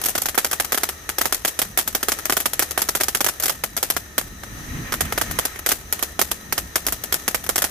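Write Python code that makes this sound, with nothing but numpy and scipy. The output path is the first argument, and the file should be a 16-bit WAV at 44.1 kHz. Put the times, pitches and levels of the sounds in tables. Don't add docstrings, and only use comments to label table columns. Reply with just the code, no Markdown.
import sys
import numpy as np
from scipy import signal
from scipy.fft import rfft, irfft, next_fast_len
from scipy.io import wavfile
from scipy.ndimage import map_coordinates

SR = 44100
rng = np.random.default_rng(int(sys.argv[2]) if len(sys.argv) > 2 else 0)


def inscribe(sig):
    pcm = np.round(np.clip(np.atleast_2d(sig).T, -1, 1) * 32767)
    wavfile.write(sys.argv[1], SR, pcm.astype(np.int16))


N = 339570

MIC_HZ, TOP_HZ = 14750, 16400
USUAL_BODY_DB, CREST_DB = -17.5, 12
ONSET_S = 0.0015

# listed time in seconds, nominal peak in dB,
# body below 3 kHz relative to the peak in dB (less body makes a brighter star).
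LOUD_STARS = [(0.014, -13.5, -21.5), (0.037, -10, -25), (0.057, -4.5, -29), (0.084, -7, -25),
              (0.101, -13.5, -34), (0.151, -7, -15), (0.178, -8, -19), (0.217, -7, -29), (0.256, -5.5, -19),
              (0.285, -8, -18), (0.344, -16.5, -14), (0.376, 0, -14), (0.386, -8, -13.5),
              (0.445, -4, -19.5), (0.511, -10.5, -25), (0.529, -5.5, -17.5), (0.598, -3.5, -14),
              (0.645, -12.5, -20), (0.72, -3.5, -16.5), (0.744, -8, -13), (0.774, -6.5, -15),
              (0.832, -4.5, -16), (0.888, -10, -16), (1.09, -8.5, -17.5), (1.182, -5, -17.5),
              (1.211, -3, -13.5), (1.254, -5, -11.5), (1.323, -3.5, -16.5), (1.344, -8.5, -29),
              (1.448, -4, -16), (1.477, -6, -25), (1.589, -4.5, -18.5), (1.616, -4.5, -18),
              (1.773, -2.5, -18.5), (1.787, -2.5, -21), (1.875, -7, -22), (1.948, -3, -18),
              (2.028, -7.5, -19.5), (2.083, -2.5, -16), (2.118, -4.5, -17), (2.187, -15.5, -18),
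              (2.253, -8, -22), (2.296, -4, -10.5), (2.322, -5, -15), (2.367, -2, -19.5),
              (2.401, -8, -17.5), (2.456, -2.5, -18), (2.532, -8.5, -21.5), (2.592, -1.5, -17.5),
              (2.622, -4.5, -17), (2.708, -12, -25), (2.775, -4, -13.5), (2.79, -13.5, -17),
              (2.817, -3.5, -22.5), (2.887, -4, -19.5), (2.95, -4, -16), (3.0, -13.5, -16),
              (3.008, -5, -15), (3.033, -5.5, -27), (3.082, -6, -17), (3.147, -3.5, -16.5),
              (3.205, -4.5, -17.5), (3.243, -5, -22), (3.263, -4, -14.5), (3.286, -6.5, -20),
              (3.398, -10.5, -25), (3.423, -11, -26), (3.434, -5.5, -22.5), (3.456, -5.5, -22.5),
              (3.48, -9, -21), (3.494, -4, -15), (3.636, -6.5, -14), (3.765, -7, -22), (3.775, -11, -18),
              (3.827, -3.5, -17), (3.9, -2.5, -20), (3.964, -8.5, -9), (4.179, -2, -15), (4.433, -21, -10),
              (4.921, -8.5, -13), (4.938, -10, -12.5), (5.006, -4, -15.5), (5.122, -9, -11.5),
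              (5.176, -6, -11), (5.212, -5.5, -13.5), (5.31, -12.5, -17), (5.387, -3.5, -15.5),
              (5.451, -6.5, -18.5), (5.557, -23, -9), (5.661, -4.5, -18), (5.688, -3, -22.5),
              (5.707, -10, -21), (5.716, -3.5, -16), (5.924, -4.5, -22.5), (5.991, -17.5, -17),
              (6.025, -4.5, -20.5), (6.191, -3.5, -13), (6.213, -1, -18.5), (6.313, -6, -20),
              (6.523, -5, -15), (6.578, -5.5, -14), (6.756, -2.5, -16), (6.865, -5.5, -17),
              (6.883, -10.5, -18), (6.922, -7, -20.5), (7.036, -11, -23), (7.123, -4.5, -15),
              (7.14, -4.5, -21), (7.278, -4, -15.5), (7.344, -4.5, -11), (7.438, -17.5, -21),
              (7.49, -3, -15.5), (7.557, -4.5, -19.5), (7.579, -4.5, -19), (7.619, -4.5, -18),
              (7.64, -5, -18)]
# frequency in Hz, level in dB per Hz.
LOT_SCATTER = [(100, -9.5), (250, -5.5), (700, 0.5), (1000, -6.5), (1400, -3.5), (2600, -4.5), (4300, -6),
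               (6500, -2.5), (9000, -3), (13000, -2)]


def stars():
    cracks, power = np.zeros((2, N)), np.zeros((1, N))
    t = np.arange(SR // 2) / SR
    near = amp(1.5) * np.exp(-t / 0.012)
    far = amp(-14.5) * np.exp(-t / 0.053)
    onset = 1 - np.exp(-t / 0.0029)
    echo_power = (near ** 2 + far ** 2) * onset ** 2
    for listed_s, peak_db, body_db in LOUD_STARS:
        level_db = peak_db - CREST_DB
        crack = burst(USUAL_BODY_DB - body_db, lean(peak_db))
        add(cracks, listed_s + ONSET_S, amp(level_db + 3.0) * crack)
        add(power, listed_s + ONSET_S, amp(level_db) ** 2 * echo_power[None])
    uneven = amp(2 * wobble(260))
    spray = uneven * np.sqrt(power) * rush(lambda hz: along(LOT_SCATTER, hz))
    add(spray, .095, amp(-27) * cracks)
    return cracks + spray


# frequency in Hz, level in dB per Hz.
CRACK_COLOUR = [(88, -55), (150, -10.5), (355, -1.5), (541, -2), (722, 0), (1060, -3.5), (1280, 0.5),
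                (1810, -1.5), (2760, -8), (3280, -3), (3890, -9), (5930, -3), (9220, -9), (11200, -1),
                (14600, -6)]
# frequency in Hz, left minus right in dB.
NEAR_PORTS = [(150, -1), (400, -4), (1400, -7), (3200, -5), (5000, -1), (7500, -1.5), (10500, -2.5),
              (12200, 4.5), (14000, 9)]


def burst(treble_db, pan_db, count=9):
    t = np.arange(SR // 25) / SR
    height, place, ground, near, slow = rng.standard_normal(5)
    paths = [(0, 0),
             (.0027 + .0004 * height, -1 + 2 * ground),
             (0.0077 + .0003 * place, -5.5 + 2 * near)]
    grit = 0.016 * amp(0.17 * treble_db + 2 * slow)
    wave = grit * rng.standard_normal((2, len(t))) * np.exp(-t / 0.012)
    rattle_s = 0.00056 * np.exp(0.077 * slow)
    for delay_s, path_db in paths:
        add(wave, delay_s, amp(path_db) * shock(t, rattle_db=5.5, rattle_s=rattle_s))
    tilt = [(2000, 0), (6500, 1)]  # Hz, share of the treble gain
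    own = np.transpose([np.geomspace(300, MIC_HZ, count), 1.6 * rng.standard_normal(count)])

    def gain(hz):
        colour_db = along(CRACK_COLOUR, hz) + along(own, hz) + (treble_db - 3.5) * along(tilt, hz)
        return amp(colour_db) * sides(along(NEAR_PORTS, hz) + pan_db)

    return unit(coloured(wave, gain)) / 2


def shock(t, rattle_db, rattle_s):
    jump = np.array([t == t[0], t == t[1]]) * 1.
    rattle = rng.standard_normal((2, len(t))) * np.sqrt(t) * np.exp(-t / rattle_s)
    rattle = signal.lfilter([1, -.6], [1], rattle)
    return jump + amp(rattle_db) * unit(rattle) / np.sqrt(len(t))


CENTRE_PEAK_DB, LEAN, WIDEST_DB, PAN_SCATTER_DB = -7, 0.85, 4.5, 3


def lean(peak_db):
    mean_db = np.clip(LEAN * (CENTRE_PEAK_DB - peak_db), -WIDEST_DB, WIDEST_DB)
    return mean_db + PAN_SCATTER_DB * rng.standard_normal()


WEAK_PEAK_DB, WEAK_SPREAD_DB, WEAK_WAIT_S = -18.5, 4, 0.035


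def weak_stars(count=20):
    out = np.zeros((2, N))
    for pick, wait, size, fizz in rng.random((count, 4)):
        listed_s = LOUD_STARS[int(pick * len(LOUD_STARS))][0]
        burst_s = listed_s + ONSET_S + WEAK_WAIT_S * wait
        peak_db = WEAK_PEAK_DB + WEAK_SPREAD_DB * size
        crack = burst(7 * fizz, lean(peak_db))
        add(out, burst_s, amp(peak_db - CREST_DB + 4.5) * crack)
    return out


def sparks(count=110):
    out = np.zeros((2, N))
    for pick, wait, size in rng.random((count, 3)):
        listed_s, peak_db, body_db = LOUD_STARS[int(pick * len(LOUD_STARS))]
        level_db = peak_db - CREST_DB - 21.5 + 9.2 * size ** 2
        tick = burst(USUAL_BODY_DB - body_db, lean(peak_db))
        add(out, listed_s + ONSET_S + 0.06 * wait, amp(level_db) * tick)
    return out


JET_DB = -40.5
EARLIER_ECHO_DB, EARLIER_ECHO_S = 7.5, 0.1
JET_SURGE_DB, JET_RISE_S, JET_FALL_S = 5, 0.46, 0.58
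ROAR_DB = -41

# frequency in Hz, level in dB per Hz.
JET_COLOUR = [(180, -42), (300, -4.5), (1100, -12), (1760, -12.5), (3170, -14.5), (5510, -20), (6270, -9.5),
              (7030, -18.5), (14600, -15)]
# centre in Hz, width in Hz, boost in dB.
JET_RESONANCES = [(1280, 110, 10.5), (1833, 260, 13), (3935, 100, 12.5), (5780, 1100, 7)]
# frequency in Hz, level in dB per Hz.
JET_ROAR = [(300, -11), (1000, -7), (1900, 1.5), (2900, -7), (4500, -24), (9000, -35)]


def jet():
    def colour(hz):
        peaks_db = sum(db / (1 + (2 * (hz - centre) / width) ** 2) for centre, width, db in JET_RESONANCES)
        return along(JET_COLOUR, hz) + peaks_db

    push = surge(JET_RISE_S, JET_FALL_S)
    earlier_echo_db = EARLIER_ECHO_DB * np.exp(-np.arange(N) / SR / EARLIER_ECHO_S)
    flow_db = JET_DB + JET_SURGE_DB * push + earlier_echo_db + 1.9 * wobble(5)
    hiss = amp(flow_db + 0.32 * wobble(41)) * rush(colour)
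    roar = amp(ROAR_DB + 2.8 * wobble(30)) * rush(lambda hz: along(JET_ROAR, hz))
    return hiss + push * roar


SURGE_START_S, SURGE_END_S = 4.39, 5.313


def surge(rise_s, fall_s):
    t = np.arange(N) / SR
    rise = (t - SURGE_START_S) / rise_s
    fall = 1 - (t - SURGE_END_S) / fall_s
    return np.clip(np.minimum(rise, fall), 0, 1)


BREEZE_DB, BREEZE_DB_PER_S = -48, 0.89
AIR_SURGE_DB, AIR_RISE_S, AIR_FALL_S = 9.5, 0.27, 0.12

# frequency in Hz, level in dB per Hz.
AIR_RUMBLE = [(12, -29), (25, -8), (50, -1.5), (85, -5), (130, -8), (250, -10.5), (400, -24), (800, -61)]


def breeze():
    lumps = amp(2.2 * wobble(9) + 0.9 * np.array([wobble(27), wobble(18)]))
    growth_db = BREEZE_DB_PER_S * np.arange(N) / SR
    gust_db = BREEZE_DB + growth_db + AIR_SURGE_DB * surge(AIR_RISE_S, AIR_FALL_S)
    return amp(gust_db) * lumps * rush(lambda hz: along(AIR_RUMBLE, hz))


def hum(hz=70, width_hz=9):
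    return amp(-49) * rush(lambda f: -20 * np.log10(1 + ((f - hz) / width_hz) ** 2))


# frequency in Hz, left-right likeness (1 is identical).
PORT_LIKENESS = [(60, 0.95), (300, 0.84), (1500, 0.06), (5000, 0.17), (12000, 0.15)]
# frequency in Hz, left minus right in dB.
FAR_PORTS = [(200, 0), (1300, -1.5), (3000, 2), (6500, 5), (11000, 4.5), (13500, 13)]


def rush(colour_db, size=N):
    m = next_fast_len(size)
    hz = np.fft.rfftfreq(m, 1 / SR)
    turn = np.arccos(np.clip(along(PORT_LIKENESS, hz), -1, 1)) / 2
    noise = rfft(rng.standard_normal((2, m))) * amp(colour_db(hz))
    mid, side = noise * [np.cos(turn), np.sin(turn)]
    ports = np.array([mid + side, mid - side]) * sides(along(FAR_PORTS, hz))
    return unit(irfft(ports, m)[:, :size])


def amp(db):
    return 10 ** (np.asarray(db) / 20)


def unit(x):
    return x / np.sqrt(np.mean(x ** 2) + 1e-20)


def along(points, hz):
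    f, v = np.transpose(points)
    return np.interp(np.log(hz + 1), np.log(f + 1), v)


def wobble(rate):
    knots = rng.standard_normal(int(N * rate / SR) + 4)
    return map_coordinates(knots, [np.arange(N) * rate / SR])


def sides(db):
    g = amp(np.array([db, -db]) / 2)
    return g / np.sqrt(np.mean(g ** 2, axis=0))


def coloured(x, gain):
    m = 2 * next_fast_len(x.shape[-1] // 2 + 2048)
    log_gain = np.log(np.maximum(gain(np.fft.rfftfreq(m, 1 / SR)), 1e-6))
    cepstrum = irfft(log_gain, m)
    cepstrum[..., 1:m // 2] *= 2
    cepstrum[..., m // 2 + 1:] = 0
    return irfft(rfft(x, m) * np.exp(rfft(cepstrum)), m)[..., :x.shape[-1]]


def add(track, s, sound):
    part = track[:, max(round(s * SR), 0):][:, :sound.shape[1]]
    part += sound[:, :part.shape[1]]


def low_pass(x, hz):
    return signal.sosfilt(signal.ellip(12, .1, 80, hz, fs=SR, output="sos"), x)


def scene():
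    return stars() + weak_stars() + sparks() + jet() + breeze() + hum()


def record(dry):
    heard = low_pass(dry, MIC_HZ)
    top = 0.85
    rounded = heard / (1 + (heard / top) ** 4) ** (1 / 4)
    return low_pass(rounded, TOP_HZ)


dry = scene()
out = record(dry)
inscribe(out)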